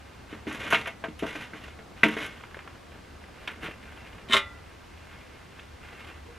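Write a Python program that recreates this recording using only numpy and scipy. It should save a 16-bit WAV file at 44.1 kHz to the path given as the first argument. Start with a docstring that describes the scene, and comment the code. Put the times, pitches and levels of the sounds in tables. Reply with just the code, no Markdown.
"""Outdoors, over a faint distant rumble, a heavy log is shoved along a steel stand. Its bark scrapes,
it rocks and knocks so that the steel rings, and at about 2 seconds it drops into place. Boots shift
on grit, then a glove pats and wipes the wood. Just after 4 seconds the steel buckle of a lashing strap
clanks against the stand. Last, the strap is drawn over the log and a soft tone sounds far off."""
import sys
import numpy as np
from scipy import signal
from scipy.fft import rfft, irfft, next_fast_len
from scipy.io import wavfile
from scipy.ndimage import map_coordinates

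SR = 44100
rng = np.random.default_rng(int(sys.argv[2]) if len(sys.argv) > 2 else 0)


def persist_wave(psi):
    """Save psi, clipped to +-1, as 16-bit WAV."""
    counts = np.round(np.clip(psi, -1, 1) * 32767).astype(np.int16)
    wavfile.write(sys.argv[1], SR, np.atleast_2d(counts).T)


N = 281353
T = np.arange(SR * 3 // 4) / SR  # the seconds that one blow lasts
TREBLE_HZ = 800  # divides low sounds from high ones

# The notes (modes) at which the loaded stand rings.
# Each row: pitch in Hz, relative level in dB, seconds to fade by 60 dB (called t60).
STAND_MODES = [(105.3, -3, 0.22), (167.8, -2, 0.18), (218.7, -0.5, 0.28), (260.7, -10, 0.2),
               (306.7, 2, .19), (406, -1, 0.11), (447, -3, 0.26), (663.4, 5, 0.12), (937, -4, 0.25),
               (1105, -1.5, 0.11), (1224, -3, 0.2), (1403, -3, .15), (1558, 3, 0.11), (1860, -7, 0.16),
               (1885, 0, 0.087), (1995, -4.5, 0.27), (2176, -0.5, 0.2), (2390, 1.5, 0.1),
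               (2728, -0.5, 0.18), (3000, -1.5, 0.086), (3390, -2, 0.099), (3860, -10, 0.15)]
# The tone colour of wood on steel. Each row: frequency in Hz, relative level in dB.
WOOD_ON_STEEL = [(25, -47), (70, -11), (150, 1.5), (500, -3), (800, -5.5), (1300, -1.5), (2100, -1),
                 (3000, -3), (3700, -8.5), (4600, -20), (6200, -19), (8500, -27.5), (11500, -25.5),
                 (15000, -51)]
# The dull tone colour of the log. Each row: frequency in Hz, relative level in dB.
DULL_WOOD = [(40, -10), (100, -2), (200, -4.5), (500, -11.5), (1500, -16.5), (4000, -51)]
# The dry tone colour of strap, cloth and grit. Each row: frequency in Hz, relative level in dB.
DRY_RUSTLE = [(100, -1), (300, 3.5), (700, -2.5), (1400, 1.5), (2300, 1), (3200, -3.5), (4500, -18),
              (7000, -25), (11500, -26), (15000, -37)]


def amp(db):
    """Turn decibels into a gain to multiply by."""
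    return 10 ** (np.asarray(db) / 20)


def unit(x):
    """Scale a sound to an average strength (rms) of 1."""
    return x / np.sqrt(np.mean(x ** 2) + 1e-20)


def along(points, hz):
    """Read between rows of (Hz, value), with octaves evenly spaced."""
    freqs, values = np.transpose(points)
    return np.interp(np.log(hz + 1), np.log(freqs + 1), values)


def filtered(x, response):
    """Turn each frequency up or down by the gain response(hz)."""
    n = x.shape[-1]
    padded = next_fast_len(n + 8192)
    return irfft(rfft(x, padded) * response(np.fft.rfftfreq(padded, 1 / SR)), padded)[..., :n]


def focus(centre_hz, depth_db, octaves):
    """Where and how hard a thing is struck favours one range of pitch: gives a gain for each Hz."""
    return lambda hz: amp(depth_db * (np.exp(-.5 * (np.log2((hz + 1) / centre_hz) / octaves) ** 2) - 1))


def fade(t60, t=T):
    """A gain that falls by 60 dB every t60 seconds."""
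    return np.exp(-np.log(1000) * t / t60)


def add(track, start, sound, rise):
    """Mix in a sound at start seconds; the contact builds up over rise seconds."""
    part = track[round(start * SR):][:len(T)]
    part += (sound * (1 - np.exp(-(T / rise) ** 2)))[:len(part)]


def burst(colour, weight, t60, noise=None):
    """Countless modes blur into fading noise. Blows on one spot can share the same noise."""
    if noise is None:
        noise = rng.standard_normal(len(T))
    return unit(filtered(noise, lambda hz: amp(along(colour, hz)) * weight(hz))) * fade(t60)


def ring(modes, blows, scatter_db, rise):
    """Blows (start in seconds, dB, gain for each Hz) feed modes that may still be ringing."""
    hz, db, t60 = np.transpose(modes)
    pole = 2j * np.pi * hz - np.log(1000) / t60  # how fast each mode swings and fades
    waves = np.exp(pole[:, None] * T)
    out, previous = np.zeros(N), 0
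    swing = np.exp(2j * np.pi * rng.random(len(hz))) * 1e-9
    for start, blow_db, weight in blows:
        swing = swing * np.exp(pole * abs(start - previous))
        gain = amp(db + scatter_db * rng.standard_normal(len(hz))) * weight(hz)
        # a push a quarter cycle off the present swing adds its energy and jolts the phase
        turn = 1j * rng.choice([-1, 1], len(hz)) * np.exp(1j * np.angle(swing))
        push = np.sqrt(2) * amp(blow_db) * gain / np.linalg.norm(gain) * turn
        add(out, start, (push @ waves).real, rise)
        swing, previous = swing + push, start
    return out


def friction(colour, slips_per_s, spread_db, slip_s, hiss):
    """Tiny slips of uneven size, each a short crunch, over a smooth hiss."""
    slips = (rng.random(N) < slips_per_s / SR) * amp(spread_db * np.clip(rng.standard_normal(N), -2, 2))
    power = signal.lfilter([1], [1, -np.exp(-1 / (slip_s * SR))], slips ** 2)
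    crunch = np.sqrt(power / power.mean() + hiss) * rng.standard_normal(N)
    return unit(filtered(crunch, lambda hz: amp(along(colour, hz))))


def with_stand(rub, centre_hz, ring_db):
    """A rubbing sound plus the stand's modes, which it keeps ringing."""
    tap = (0, 0, focus(centre_hz, depth_db=16, octaves=1))
    steel = ring(STAND_MODES, [tap], scatter_db=1, rise=.0007)
    return rub + amp(ring_db) * signal.fftconvolve(rub, steel / np.linalg.norm(steel))[:N]


def wobble(per_s):
    """A smooth curve through per_s random values a second."""
    return map_coordinates(rng.standard_normal(int(N * per_s / SR) + 4), [np.arange(N) * per_s / SR])


def swells(rows, attack_s, release_s):
    """A gain that rises, holds and dies away for each row of start, length and dB."""
    t = np.arange(N) / SR
    power = np.zeros(N)
    for start, length, db in rows:
        rising = np.clip((t - start) / attack_s, 0, 1)
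        falling = np.exp(-np.maximum(t - start - length, 0) / release_s)
        power += (amp(db) * rising * falling) ** 2
    return np.sqrt(power)


def distant_rumble():
    """Steady far-off noise, alike in both ears in the bass."""
    # Its tone colour. Each row: frequency in Hz, relative level in dB.
    colour = [(26, -20), (42, -9.5), (63, -6.5), (76, 0), (88, -7.5), (150, -14), (250, -15), (600, -18.5),
              (1200, -21), (2300, -28), (4500, -32), (8000, -40), (12000, -45.5), (15000, -52)]
    # How alike the ears are. Each row: frequency in Hz, likeness (1 means the same).
    likeness = [(60, 0.99), (110, 0.99), (200, 0.22), (600, 0.0017), (1100, 0.14), (2200, 0.73),
                (4000, 0.54), (8000, 0.68), (12000, 0.37)]

    def gains(hz):
        angle = np.arccos(np.clip(along(likeness, hz), -1, 1)) / 2
        return amp(along(colour, hz)) * [np.cos(angle), np.sin(angle)]

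    mid, side = filtered(rng.standard_normal((2, N)), gains)
    return amp(-48.5) * unit(np.array([mid + side, mid - side]))


def log_roll():
    """The uneven trunk bumps softly along as it rolls and creeps on the rails."""
    # How loud the rolling is. Each row: time in seconds, level in dB.
    loudness = [(0, -58), (.6, -49.5), (1.3, -58), (1.8, -52.5), (2.8, -57), (4.6, -54), (4.9, -73)]
    times, db = np.transpose(loudness)
    gain = amp(np.interp(np.arange(N) / SR, times, db))
    return gain * friction(DULL_WOOD, slips_per_s=60, spread_db=4, slip_s=.012, hiss=.43)


def fabric_rub():
    """Work clothes rustle all along; later the glove and the strap slide over the wood."""
    # The strokes of glove and strap. Each row: start in seconds, length in seconds, level in dB.
    strokes = [(2.87, 0.072, -56.5), (3.37, .16, -50.5), (3.6, 0.054, -37), (3.77, 0.39, -52.5),
               (5.3, .07, -54.5), (5.5, 0.11, -55.5), (5.8, 0.31, -50.5), (6.28, .09, -54.5)]
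    clothes = amp(-58.5 + 2.5 * wobble(per_s=4.09))
    effort = np.hypot(clothes, swells(strokes, attack_s=.051, release_s=.043))
    slide = effort * friction(DRY_RUSTLE, slips_per_s=400, spread_db=7, slip_s=.0038, hiss=.7)
    return with_stand(slide, centre_hz=2220, ring_db=-15.5)


def bark_scrape():
    """Bark catches, slips and splinters on the rails, which ring along."""
    # Shoves drag the log until it sticks. Each row: start in seconds, length in seconds, level in dB.
    shoves = [(.275, 0.067, -49), (.47, 0.089, -38.5), (.585, 0.23, -39), (.85, 0.047, -46),
              (1.21, .1, -41.5), (1.33, 0.1, -39), (1.54, 0.14, -48.5), (1.96, 0.047, -51.5),
              (2.04, 0.13, -41), (2.165, 0.085, -37.5), (2.27, .1, -51.5)]
    # Bark splinters under the load. Each row: start in seconds, level in dB, fade time in seconds.
    splinters = [(.525, -42, 0.082), (0.703, -34.5, 0.13), (0.726, -36, 0.061), (.873, -37, 0.047),
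                 (1.19, -45, 0.13), (2.082, -37, 0.048), (2.231, -43, 0.07), (2.262, -38, 0.05)]
    # The tone colour of a splinter. Each row: frequency in Hz, relative level in dB.
    colour = [(500, -30), (2000, -13), (3000, 7), (4500, -18), (6200, -6.5), (8500, -18), (11200, -6.5),
              (12600, -22), (14500, -45)]
    effort = swells(shoves, attack_s=.02, release_s=.038)
    drag = effort * friction(WOOD_ON_STEEL, slips_per_s=170, spread_db=3.5, slip_s=.0057, hiss=.36)
    out = with_stand(drag, centre_hz=2020, ring_db=-14)
    for start, db, t60 in splinters:
        add(out, start, amp(db) * burst(colour, np.ones_like, t60), rise=.0011)
    return out


def log_knocks():
    """The log's weight thuds into the stand's low modes; the hard contact clacks in the high ones."""
    # The log hits the stand. Each row: start in seconds, the clack's relative level in dB and
    # centre in Hz, then the thud's relative level in dB and centre in Hz.
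    knocks = [(.327, -39, 1440, -36.5, 330), (.468, -38, 1800, -26.5, 278), (.511, -33, 1290, -39, 300),
              (.660, -34, 1700, -38, 220), (.709, -26, 1800, -54, 296), (.7246, -18, 1100, -20.5, 814),
              (.731, -19.5, 2700, -30, 208), (.745, -16.5, 2430, -43, 600), (.857, -30.5, 1840, -56, 400),
              (.873, -30, 1960, -35, 620), (1.039, -30, 1670, -28.5, 714), (1.082, -46, 2500, -35.5, 218),
              (1.193, -37.5, 2860, -57.5, 400), (1.224, -42, 1110, -24.5, 298),
              (1.233, -40, 1150, -28.5, 640), (1.352, -35, 1300, -33.5, 443),
              (1.534, -38.5, 1550, -41, 312), (1.788, -45, 1560, -43.5, 400),
              (2.032, -11.5, 1900, -18, 250), (2.042, -27, 1100, -23, 600), (2.057, -35, 2800, -22, 225),
              (2.084, -27.5, 2000, -28.5, 302), (2.166, -31, 1500, -31, 474),
              (2.202, -34, 2320, -38.5, 396)]
    out, clacks, thuds = np.zeros(N), [], []
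    for start, clack_db, clack_hz, thud_db, thud_hz in knocks:
        hard = focus(clack_hz, depth_db=10.5, octaves=.76)
        soft = focus(thud_hz, depth_db=32, octaves=1.05)
        # wood damps every blow alike
        add(out, start, amp(clack_db - 2.5) * burst(WOOD_ON_STEEL, hard, t60=.12), rise=.0007)
        add(out, start, amp(thud_db - 4) * burst(WOOD_ON_STEEL, soft, t60=.11), rise=.0019)
        clacks.append((start, clack_db - 6, hard))
        thuds.append((start, thud_db - 2.5, soft))
    high_modes = [mode for mode in STAND_MODES if mode[0] > TREBLE_HZ]
    out += ring(high_modes, clacks, scatter_db=1.5, rise=.00041)
    return out + ring(STAND_MODES, thuds, scatter_db=4, rise=.001)


def log_drop():
    """The log's full weight snaps down on the steel edge, once."""
    out, pitch_hz = np.zeros(N), 1990
    snap = amp(7) * np.sin(2 * np.pi * pitch_hz * T) * fade(t60=.0088)
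    add(out, start=2.0347, sound=snap, rise=.0008)
    return out


def boots_on_grit():
    """Grit gives way under boots in small dry cracks with hardly any ring."""
    # The clearest cracks, and small taps. Each row: start in seconds, relative level in dB, centre in Hz.
    ticks = [(2.436, -31, 1230), (2.544, -29.5, 1460), (2.568, -30.5, 500), (2.590, -32.5, 1580),
             (2.675, -31.5, 880), (4.182, -36, 1340), (5.595, -34.5, 3020)]
    fine_grit = []
    for _ in range(8):  # finer grit crackles at random while the boots shift
        start = 2.3 + 1.1 * rng.random()
        fine_grit.append((start, rng.normal(-42, 3), 1400 * 2 ** rng.normal(0, .5)))
    out = np.zeros(N)
    for start, db, centre_hz in ticks + fine_grit:
        weight = focus(centre_hz, depth_db=14, octaves=1.2)
        crack = burst(DRY_RUSTLE, weight, t60=.03) + .19 * burst(WOOD_ON_STEEL, weight, t60=.17)
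        add(out, start, amp(db - 4) * crack, rise=.0006)
    return out


def glove_pats():
    """The glove pats the wood brightly and the forearm bumps it dully."""
    # Pats and bumps. Each row: start in seconds, level in dB, centre in Hz, fade time in seconds.
    pats = [(3.475, -24.5, 3180, 0.056), (3.481, -35, 1600, 0.21), (3.632, -33.5, 200, 0.13),
            (3.657, -32.5, 1980, 0.15), (3.684, -30, 350, 0.053)]
    out = np.zeros(N)
    for start, db, centre_hz, t60 in pats:
        colour = DULL_WOOD if centre_hz < TREBLE_HZ else DRY_RUSTLE
        weight = focus(centre_hz, depth_db=12.5, octaves=1.15)
        add(out, start, amp(db) * burst(colour, weight, t60), rise=.00091)
    return out


def buckle_clanks():
    """A quick run of steel contacts, each with its own hardness, keeps buckle and rail ringing."""
    # The buckle hits the stand. Each row: start in seconds, relative level in dB, centre in Hz.
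    clanks = [(4.286, -41, 3000), (4.297, -32, 210), (4.308, -27.5, 2180), (4.323, -20, 2820),
              (4.332, -13.5, 3430), (4.338, -17, 1090), (4.345, -23.5, 450), (4.353, -26, 1500),
              (4.366, -17, 2620)]
    # Modes of buckle and bare rail. Each row: pitch in Hz, relative level in dB, fade time in seconds.
    modes = [(227.4, -2, 0.19), (392, 0.5, 0.18), (569, -6.5, 0.25), (648, -1.5, 0.13), (867, -10, 0.27),
             (935, -9.5, 0.2), (1081, 4, 0.15), (1203, -1, 0.23), (1317, -4.5, 0.22), (1382, 0.5, 0.11),
             (1538, -3, 0.13), (1615, -3, .11), (1730, -10, .16), (1830, 2, 0.11), (2090, 1.5, 0.14),
             (2130, -4, 0.22), (2240, -6, 0.14), (2430, -5, 0.2), (2702, -11, 0.23), (2920, -5, 0.16),
             (3060, 5.5, 0.073), (3470, -7.5, 0.28), (3611, 2.5, 0.078), (3750, -7, 0.19), (3810, -2, 0.16)]
    # The buckle's free end sings on, two close notes beating. 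Its rows read the same way.
    free_end = [(1384, -12, .6), (1975, -14.5, .58), (2000, -15.5, .58)]
    # The tone colour of rattling steel. Each row: frequency in Hz, relative level in dB.
    colour = [(150, -14), (400, -6), (800, -18), (1200, -1), (2100, 2), (2550, -0.5), (3100, 3.5),
              (4000, -0.5), (4700, -11.5), (6000, -12), (8500, -15), (12000, -22.5), (15000, -43)]
    out, blows = np.zeros(N), []
    overtones = rng.standard_normal(len(T))
    for start, db, centre_hz in clanks:
        weight = focus(centre_hz, depth_db=15, octaves=.8)
        jangle = amp(db - 10) * burst(colour, weight, t60=.16, noise=overtones)
        click_db = db - 7 + 2 * np.log2(centre_hz / 2500)  # a harder, higher contact clicks more
        click = amp(click_db) * burst(colour, np.ones_like, t60=.11)
        add(out, start, jangle + click, rise=.00062)
        blows.append((start, db - 1, weight))
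    return out + ring(modes + free_end, blows, scatter_db=.7, rise=.00048)


def far_tone():
    """A soft, slightly unsteady tone swells in the distance."""
    start, length, db, pitch_hz, width_hz = 6.26, .12, -57, 474, 8.9
    band = lambda hz: np.exp(-.5 * ((hz - pitch_hz) / width_hz) ** 2)
    tone = unit(filtered(rng.standard_normal(N), band))
    return tone * swells([(start, length, db)], attack_s=.04, release_s=.04)


def spread(x):
    """Nearby surfaces make the treble differ between left and right."""
    early = rng.standard_normal(len(T)) * fade(t60=.014)
    reflected = signal.fftconvolve(x, early / np.linalg.norm(early))[:N]
    # The part that differs between the ears. Each row: frequency in Hz, level in dB.
    side_db = [(200, -21), (2200, -65), (4000, -18), (7000, -18), (12000, 0)]
    side = filtered(reflected, lambda hz: amp(along(side_db, hz)))
    return np.array([x + side, x - side])


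def yard_echo(x):
    """Log piles and a low wall scatter a short echo, different at each ear."""
    # How long the echo lasts. Each row: frequency in Hz, fade time in seconds.
    fade_times = [(150, 0.36), (1000, 0.34), (3000, 0.26), (10000, 0.74)]
    hz, t, bands = signal.stft(rng.standard_normal((2, SR // 2)), SR, nperseg=256)
    _, tail = signal.istft(bands * fade(along(fade_times, hz)[:, None], t), SR, nperseg=256)
    return signal.fftconvolve(x[None], tail / np.linalg.norm(tail[0]), axes=1)[:, :N]


def scene():
    """All the work happens just ahead, with its lower middle tones leaning to the left."""
    # The left-right balance. Each row: frequency in Hz, left minus right in dB.
    balance = [(120, -0.5), (250, 0), (420, 3), (640, 7.5), (800, 7), (950, -2), (1500, -1.5), (3500, 0),
               (8000, 1)]
    work = log_roll() + fabric_rub() + bark_scrape() + log_knocks() + log_drop()
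    work += boots_on_grit() + glove_pats() + buckle_clanks()
    work = filtered(work, lambda hz: (1j * hz / (1j * hz + 45)) ** 2)  # the deepest bass is rolled off
    near = filtered(spread(work), lambda hz: amp(np.outer([.5, -.5], along(balance, hz))))
    return distant_rumble() + near + amp(-27) * yard_echo(work) + far_tone()


def record(dry):
    """Cap the peaks at full scale, then cut away the very highest treble."""
    return filtered(np.clip(dry, -1, 1), lambda hz: hz < 15300)


dry = scene()
out = record(dry)
persist_wave(out)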